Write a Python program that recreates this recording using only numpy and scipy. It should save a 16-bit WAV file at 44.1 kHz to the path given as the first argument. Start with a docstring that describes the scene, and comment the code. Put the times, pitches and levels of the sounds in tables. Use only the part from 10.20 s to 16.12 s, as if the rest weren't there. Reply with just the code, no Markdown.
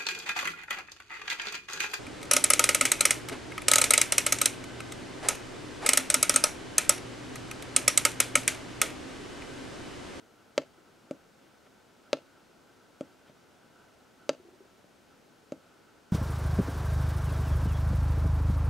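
"""Fans hiss steadily in a small, dry classroom. A stylus meets a hard writing tablet close by: the
tip snaps in and the impact rings the slab. The tip stutters softly by stick-slip friction, then
lifts and springs back with a duller knock. A hand brushes the surface. A second stroke follows
without stutter, and the hand brushes again and nudges the tablet. The third and longest stroke
stutters most, and the tablet is nudged once more before the last lift."""
import sys
import numpy as np
from scipy import signal
from scipy.fft import rfft, irfft
from scipy.io import wavfile

SR = 44100
rng = np.random.default_rng(int(sys.argv[2]) if len(sys.argv) > 2 else 0)


def wrap_up_sound(samples):
    """Save the sound to the file named by the first command line argument, as 16-bit audio."""
    columns = np.atleast_2d(samples).T
    # keep every value between -1 and 1, then stretch to whole-number steps
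    tamed = np.clip(columns, -1, 1)
    steps = np.round(tamed * 32767).astype(np.int16)
    wavfile.write(sys.argv[1], SR, steps)


N = 261072
TIME_S = np.arange(N) / SR
RING_S = np.arange(SR // 3) / SR  # time since a blow
PAN = np.array([[.5], [-.5]])  # splits a level difference between left and right


def gain(db):
    """Amplitude ratio of a level in decibels."""
    return 10 ** (np.asarray(db) / 20)


def curve_db(spectrum, size):
    """Interpolation of (frequency_hz, level_db) points over log frequency, one value a bin."""
    hz, db = np.transpose(spectrum)
    bins_hz = np.arange(size // 2 + 1) * SR / size
    return np.interp(np.log(bins_hz + 1), np.log(hz), db)


def colour(x, spectrum):
    """Filtering as multiplication in the frequency domain."""
    size = x.shape[-1]
    return irfft(rfft(x) * gain(curve_db(spectrum, size)), size)


def impulse(spectrum, size=512):
    """Minimum phase: the shortest causal click with a given spectrum."""
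    cepstrum = irfft(np.log(gain(curve_db(spectrum, size))))
    cepstrum[1:size // 2] *= 2
    cepstrum[size // 2 + 1:] = 0
    return irfft(np.exp(rfft(cepstrum)))


def decay(t60_s):
    """Exponential damping: a fall of 60 dB in t60_s."""
    return np.exp(-np.log(1000) * RING_S / t60_s)


def ring(modes):
    """Free vibration as a sum of damped modes; neighbours swing in opposite directions."""
    return sum((-1) ** k * gain(db) * decay(t60_s) * np.sin(2 * np.pi * hz * RING_S)
               for k, (hz, t60_s, db) in enumerate(modes))


def noise_burst(spectrum, t60_s):
    """Dense random arrivals merge into decaying, coloured noise."""
    noise = rng.standard_normal(len(RING_S)) * decay(t60_s)
    return np.convolve(noise / np.linalg.norm(noise), impulse(spectrum))


def add(out, start_s, sound):
    """Superposition: a sound joins the mix at start_s."""
    i = int(round(start_s * SR))
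    out[i:i + len(sound)] += sound[:len(out) - i]


# air noise of the fans: frequency_hz, level_db
AIR_SPECTRUM = [(15, -49.5), (25, -8.5), (48, -17.5), (69, -7), (204, -2), (260, 0), (289, -1.5), (331, -1),
                (703, -5.5), (1170, -11.5), (1340, -12), (1530, -12.5), (1660, -13.5), (6210, -20.5),
                (15500, -32.5)]
# its side signal relative to its mid signal: frequency_hz, gain_db
AIR_WIDTH = [(60, -7.5), (110, -5.5), (200, -5.5), (380, -5), (700, -4.5), (1290, -4), (2380, -6),
             (4400, -8.5), (8120, -10.5), (15000, -15)]
# resonances of the fan housing: centre_hz, width_hz, peak_db
HOUSING_PEAKS = [(352, 160, 0.5), (900, 130, 1), (1331, 109, 7.5), (1450, 106, 3), (1533, 88, 7),
                 (2930, 560, 1)]
# slow drift of those resonances: time_s, gain_db
HOUSING_DRIFT = [(0, 1.5), (1.4, -1.5), (2.2, 0.5), (3.2, -1), (4.05, 1.5), (4.2, -2.5), (5.2, -4),
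                 (5.4, 1)]


def fans(level_db=-61.67, flutter_db=2.5, flutter_per_s=25, housing_pan_db=-1.5):
    """Forced resonance: steady air noise drives the housing, which wavers a little to the right."""
    mid, side, flow = colour(rng.standard_normal((3, N)), AIR_SPECTRUM)
    side = colour(side, AIR_WIDTH)
    hz = np.arange(N // 2 + 1) * SR / N
    peaks_db = sum(db / (1 + (2 * (hz - centre) / width) ** 2) for centre, width, db in HOUSING_PEAKS)
    excess_power = np.maximum(gain(peaks_db) ** 2 - 1, 0)
    housing = irfft(rfft(flow) * np.sqrt(excess_power), N)
    drift_db = np.interp(TIME_S, *np.transpose(HOUSING_DRIFT))
    flutter = np.interp(TIME_S * flutter_per_s, np.arange(N), rng.standard_normal(N))
    housing *= gain(drift_db + flutter_db * flutter)
    sound = np.array([mid + side, mid - side]) + housing * gain(housing_pan_db * PAN)
    return gain(level_db) * sound / np.std(mid)


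# modes of the tablet on its desk: pitch_hz, t60_s, press_db, release_db
SLAB_MODES = [(146.7, 0.11, -46, -55), (269.4, 0.044, -20.5, -24), (280.3, 0.064, -24.5, -31.5),
              (315.2, 0.15, -40, -43.5), (444, 0.067, -34, -48.5), (510.7, 0.19, -41, -48.5),
              (659, 0.13, -40, -52.5), (810, 0.071, -37.5, -48.5), (822.7, 0.018, -21, -40),
              (1054, 0.1, -52.5, -71), (1140, 0.064, -38.5, -55.5), (1334, 0.036, -31.5, -47.5),
              (1602, 0.031, -31.5, -53.5)]


def slab_knocks(shell_hz=565, swell_s=0.0021):
    """Modal response to press and to release; the hollow shell swells for a cycle, then dies away."""
    hz, t60_s, press_db, release_db = np.transpose(SLAB_MODES)
    age = RING_S / swell_s
    shell = age * np.exp(1 - age) * np.sin(2 * np.pi * shell_hz * RING_S)
    press = ring(zip(hz, t60_s, press_db)) + gain(-15) * shell
    release = ring(zip(hz, t60_s, release_db)) + gain(-27.5) * shell
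    return press, release


# modes of the plastic pen barrel: pitch_hz, t60_s, level_db
BARREL_MODES = [(1785, 0.13, -52.5), (2065, 0.016, -30.5), (2350, 0.044, -53.5), (2630, 0.077, -48),
                (3000, 0.047, -53), (3500, 0.027, -38.5), (4060, 0.079, -56), (4260, 0.018, -35.5),
                (4905, 0.0088, -26), (5770, 0.016, -52), (6700, 0.028, -80), (8240, 0.018, -47)]
# brightness of the rattle relative to the click: frequency_hz, gain_db
RATTLE_TILT = [(1000, -2.5), (3000, -0.5), (6000, 5), (10000, 6), (15000, -5)]


def snap(spectrum, touch_db=-8, travel_s=0.0005, seat_db=-2, barrel_db=0, rattle_db=-6,
         rattle_t60_s=0.013):
    """Double impact: the tip touches, then seats and sets the barrel ringing and rattling."""
    out = np.zeros(len(RING_S))
    click = impulse(spectrum)
    rattle = np.convolve(noise_burst(RATTLE_TILT, rattle_t60_s), click)
    add(out, 0, gain(touch_db) * click)
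    add(out, travel_s, gain(seat_db) * click)
    add(out, travel_s, gain(barrel_db) * ring(BARREL_MODES))
    add(out, travel_s, gain(rattle_db) * rattle)
    return out


# click of the tip going in: frequency_hz, level_db
PRESS_CLICK = [(200, -7.5), (900, -13), (2000, -0.5), (3200, 7), (4500, -4), (5500, -7.5), (6300, -4),
               (7500, -10), (10000, -23), (15000, -30)]
# click of the tip springing back: frequency_hz, level_db
RELEASE_CLICK = [(300, -17), (850, 3.5), (1700, -7), (2350, 5), (3700, -5.5), (5100, -15), (6500, -1.5),
                 (8500, -11), (11000, -20.5), (15000, -26)]
# strokes of the pen: down_s, up_s, force_db, release_snap_db, ping_hz
PEN_STROKES = [(0.3783, 0.9100, 1.2, -21.5, 2360), (1.9304, 2.8089, 0.5, -24.5, 3240),
               (4.0923, 5.321, 0, -21.5, 3850)]


def pen(snap_db=-1.27, snap_db_per_db=1.5, ping_db=-53.5, ping_t60_s=0.025):
    """Impact excitation: the snap grows faster with force than the knock, so firmer is brighter."""
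    out = np.zeros(N)
    press, release = slab_knocks()
    for down_s, up_s, force_db, release_snap_db, ping_hz in PEN_STROKES:
        snap_in = gain(snap_db + snap_db_per_db * force_db) * snap(PRESS_CLICK)
        add(out, down_s, gain(force_db) * press + snap_in)
        # the unloaded tip is loose, so it rattles more and pings
        snap_out = snap(RELEASE_CLICK, touch_db=-24, travel_s=0.00036, seat_db=2, barrel_db=-3,
                        rattle_db=-5.5, rattle_t60_s=0.032)
        ping = ring([(ping_hz, ping_t60_s, ping_db)])
        add(out, up_s, gain(force_db) * release + gain(release_snap_db) * snap_out + ping)
    return out


def radiate(x, cutoff_hz=116):
    """Radiation efficiency: a small slab moves too little air to sound deep bass."""
    return signal.sosfilt(signal.butter(3, cutoff_hz, "high", fs=SR, output="sos"), x)


# echoes from nearby surfaces, ceiling and walls: delay_s, mirrored_db, scattered_db
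REFLECTIONS = [(.00655, -14, -19), (.0345, -55, -29), (.0397, -26, -31.5), (.0456, -33, -40),
               (.0558, -32, -49)]
# surfaces mirror the bass and scatter the treble: frequency_hz, mirrored_db, scattered_db
SURFACE_RESPONSE = [(300, 1.5, -9), (555, -0.5, -12), (1000, 1, -5), (2500, -2.5, -4), (7000, -4.5, -3),
                    (13000, -2, -3)]
# diffuse sound of the room: frequency_hz, level_db
REVERB_SPECTRUM = [(100, 18), (300, 6.5), (600, -7), (1200, -3), (3000, 7.5), (6000, 2.5), (12000, 5)]


def classroom(x, wet_db=-27, t60_s=0.24, gap_s=0.009, side_db=-6, scatter_t60_s=0.023):
    """Reverberation: a few echoes, their treble scattered by furniture, and a short diffuse tail."""
    mid, side = np.zeros((2, len(RING_S)))
    hz, mirrored_db, scattered_db = np.transpose(SURFACE_RESPONSE)
    for delay_s, mirror_db, scatter_db in REFLECTIONS:
        add(mid, delay_s, gain(mirror_db) * impulse(np.c_[hz, mirrored_db]))
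        add(mid, delay_s, gain(scatter_db) * noise_burst(np.c_[hz, scattered_db], scatter_t60_s))
    add(mid, gap_s, gain(wet_db) * noise_burst(REVERB_SPECTRUM, t60_s))
    add(side, gap_s, gain(wet_db + side_db) * noise_burst(REVERB_SPECTRUM, t60_s))
    response = np.array([mid + side, mid - side])
    return x + signal.fftconvolve(x[None], response, axes=1)[:, :N]


def push(modes, rise_s=0.00094):
    """Soft contact: the force builds gradually, so the modes start without a click."""
    return (1 - np.exp(-RING_S / rise_s)) * ring(modes)


def rub(moves, spectrum):
    """Sliding friction: noise swells and fades with each short move."""
    contact = sum(gain(db) * np.exp(-((TIME_S - centre_s) / half_length_s) ** 2)
                  for centre_s, half_length_s, db in moves)
    noise = colour(rng.standard_normal(N), spectrum)
    return contact * noise / np.sqrt(np.mean(noise ** 2))


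# slips of the tip during a stroke: start_s, level_db
TIP_SLIPS = [(0.578, -51.5), (0.625, -58), (4.198, -45.5), (4.25, -48), (4.285, -42), (4.334, -48),
             (4.405, -43), (4.453, -50)]
# soft friction ringing in the tablet: frequency_hz, level_db
DRAG_SPECTRUM = [(200, -35), (320, -10), (365, 0), (410, -12.5), (600, -32), (2000, -60)]


def stutter(pitch_hz=365, t60_s=0.067, drag_db=-17, drag_lag_s=0.004, drag_half_s=0.028):
    """Stick-slip friction: each slip wakes one low mode, and the tip drags faintly around it."""
    out = np.zeros(N)
    for start_s, db in TIP_SLIPS:
        add(out, start_s, push([(pitch_hz, t60_s, db)]))
    drags = [(start_s + drag_lag_s, drag_half_s, db + drag_db) for start_s, db in TIP_SLIPS]
    return out + rub(drags, DRAG_SPECTRUM)


# moves of the hand over the surface: centre_s, half_length_s, level_db
HAND_MOVES = [(1.257, 0.057, -66), (1.466, 0.011, -60.5), (3.084, 0.029, -60.5)]
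# skin sliding on the tablet: frequency_hz, level_db
SKIN_SPECTRUM = [(150, 5), (600, 7.5), (1200, 4), (3200, -2), (5000, -13), (12000, -28)]


def brushes():
    """Friction noise: skin brushes the surface between strokes."""
    return rub(HAND_MOVES, SKIN_SPECTRUM)


# the hand nudges the tablet: start_s, level_db
HAND_NUDGES = [(3.097, -39), (4.643, -42.5)]
# dull thud of a nudge: pitch_hz, t60_s, level_db
THUD_MODES = [(198, 0.015, 1), (565, 0.025, -5)]


def nudges():
    """Low-frequency excitation: a slow, soft push of the hand wakes only low modes."""
    out = np.zeros(N)
    for start_s, db in HAND_NUDGES:
        add(out, start_s, gain(db) * push(THUD_MODES))
    return out


def scene(tablet_pan_db=0.74, fans_pan_db=1.0):
    """Level difference sets direction: the tablet almost ahead, the air noise slightly left."""
    tablet = radiate(pen() + stutter() + brushes() + nudges())
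    return classroom(tablet) * gain(tablet_pan_db * PAN) + fans() * gain(fans_pan_db * PAN)


def record(dry, cutoff_hz=15650):
    """Band limiting: the microphone cuts the highest treble."""
    return signal.sosfilt(signal.ellip(10, .1, 70, cutoff_hz, fs=SR, output="sos"), dry)


dry = scene()
out = record(dry)
wrap_up_sound(out)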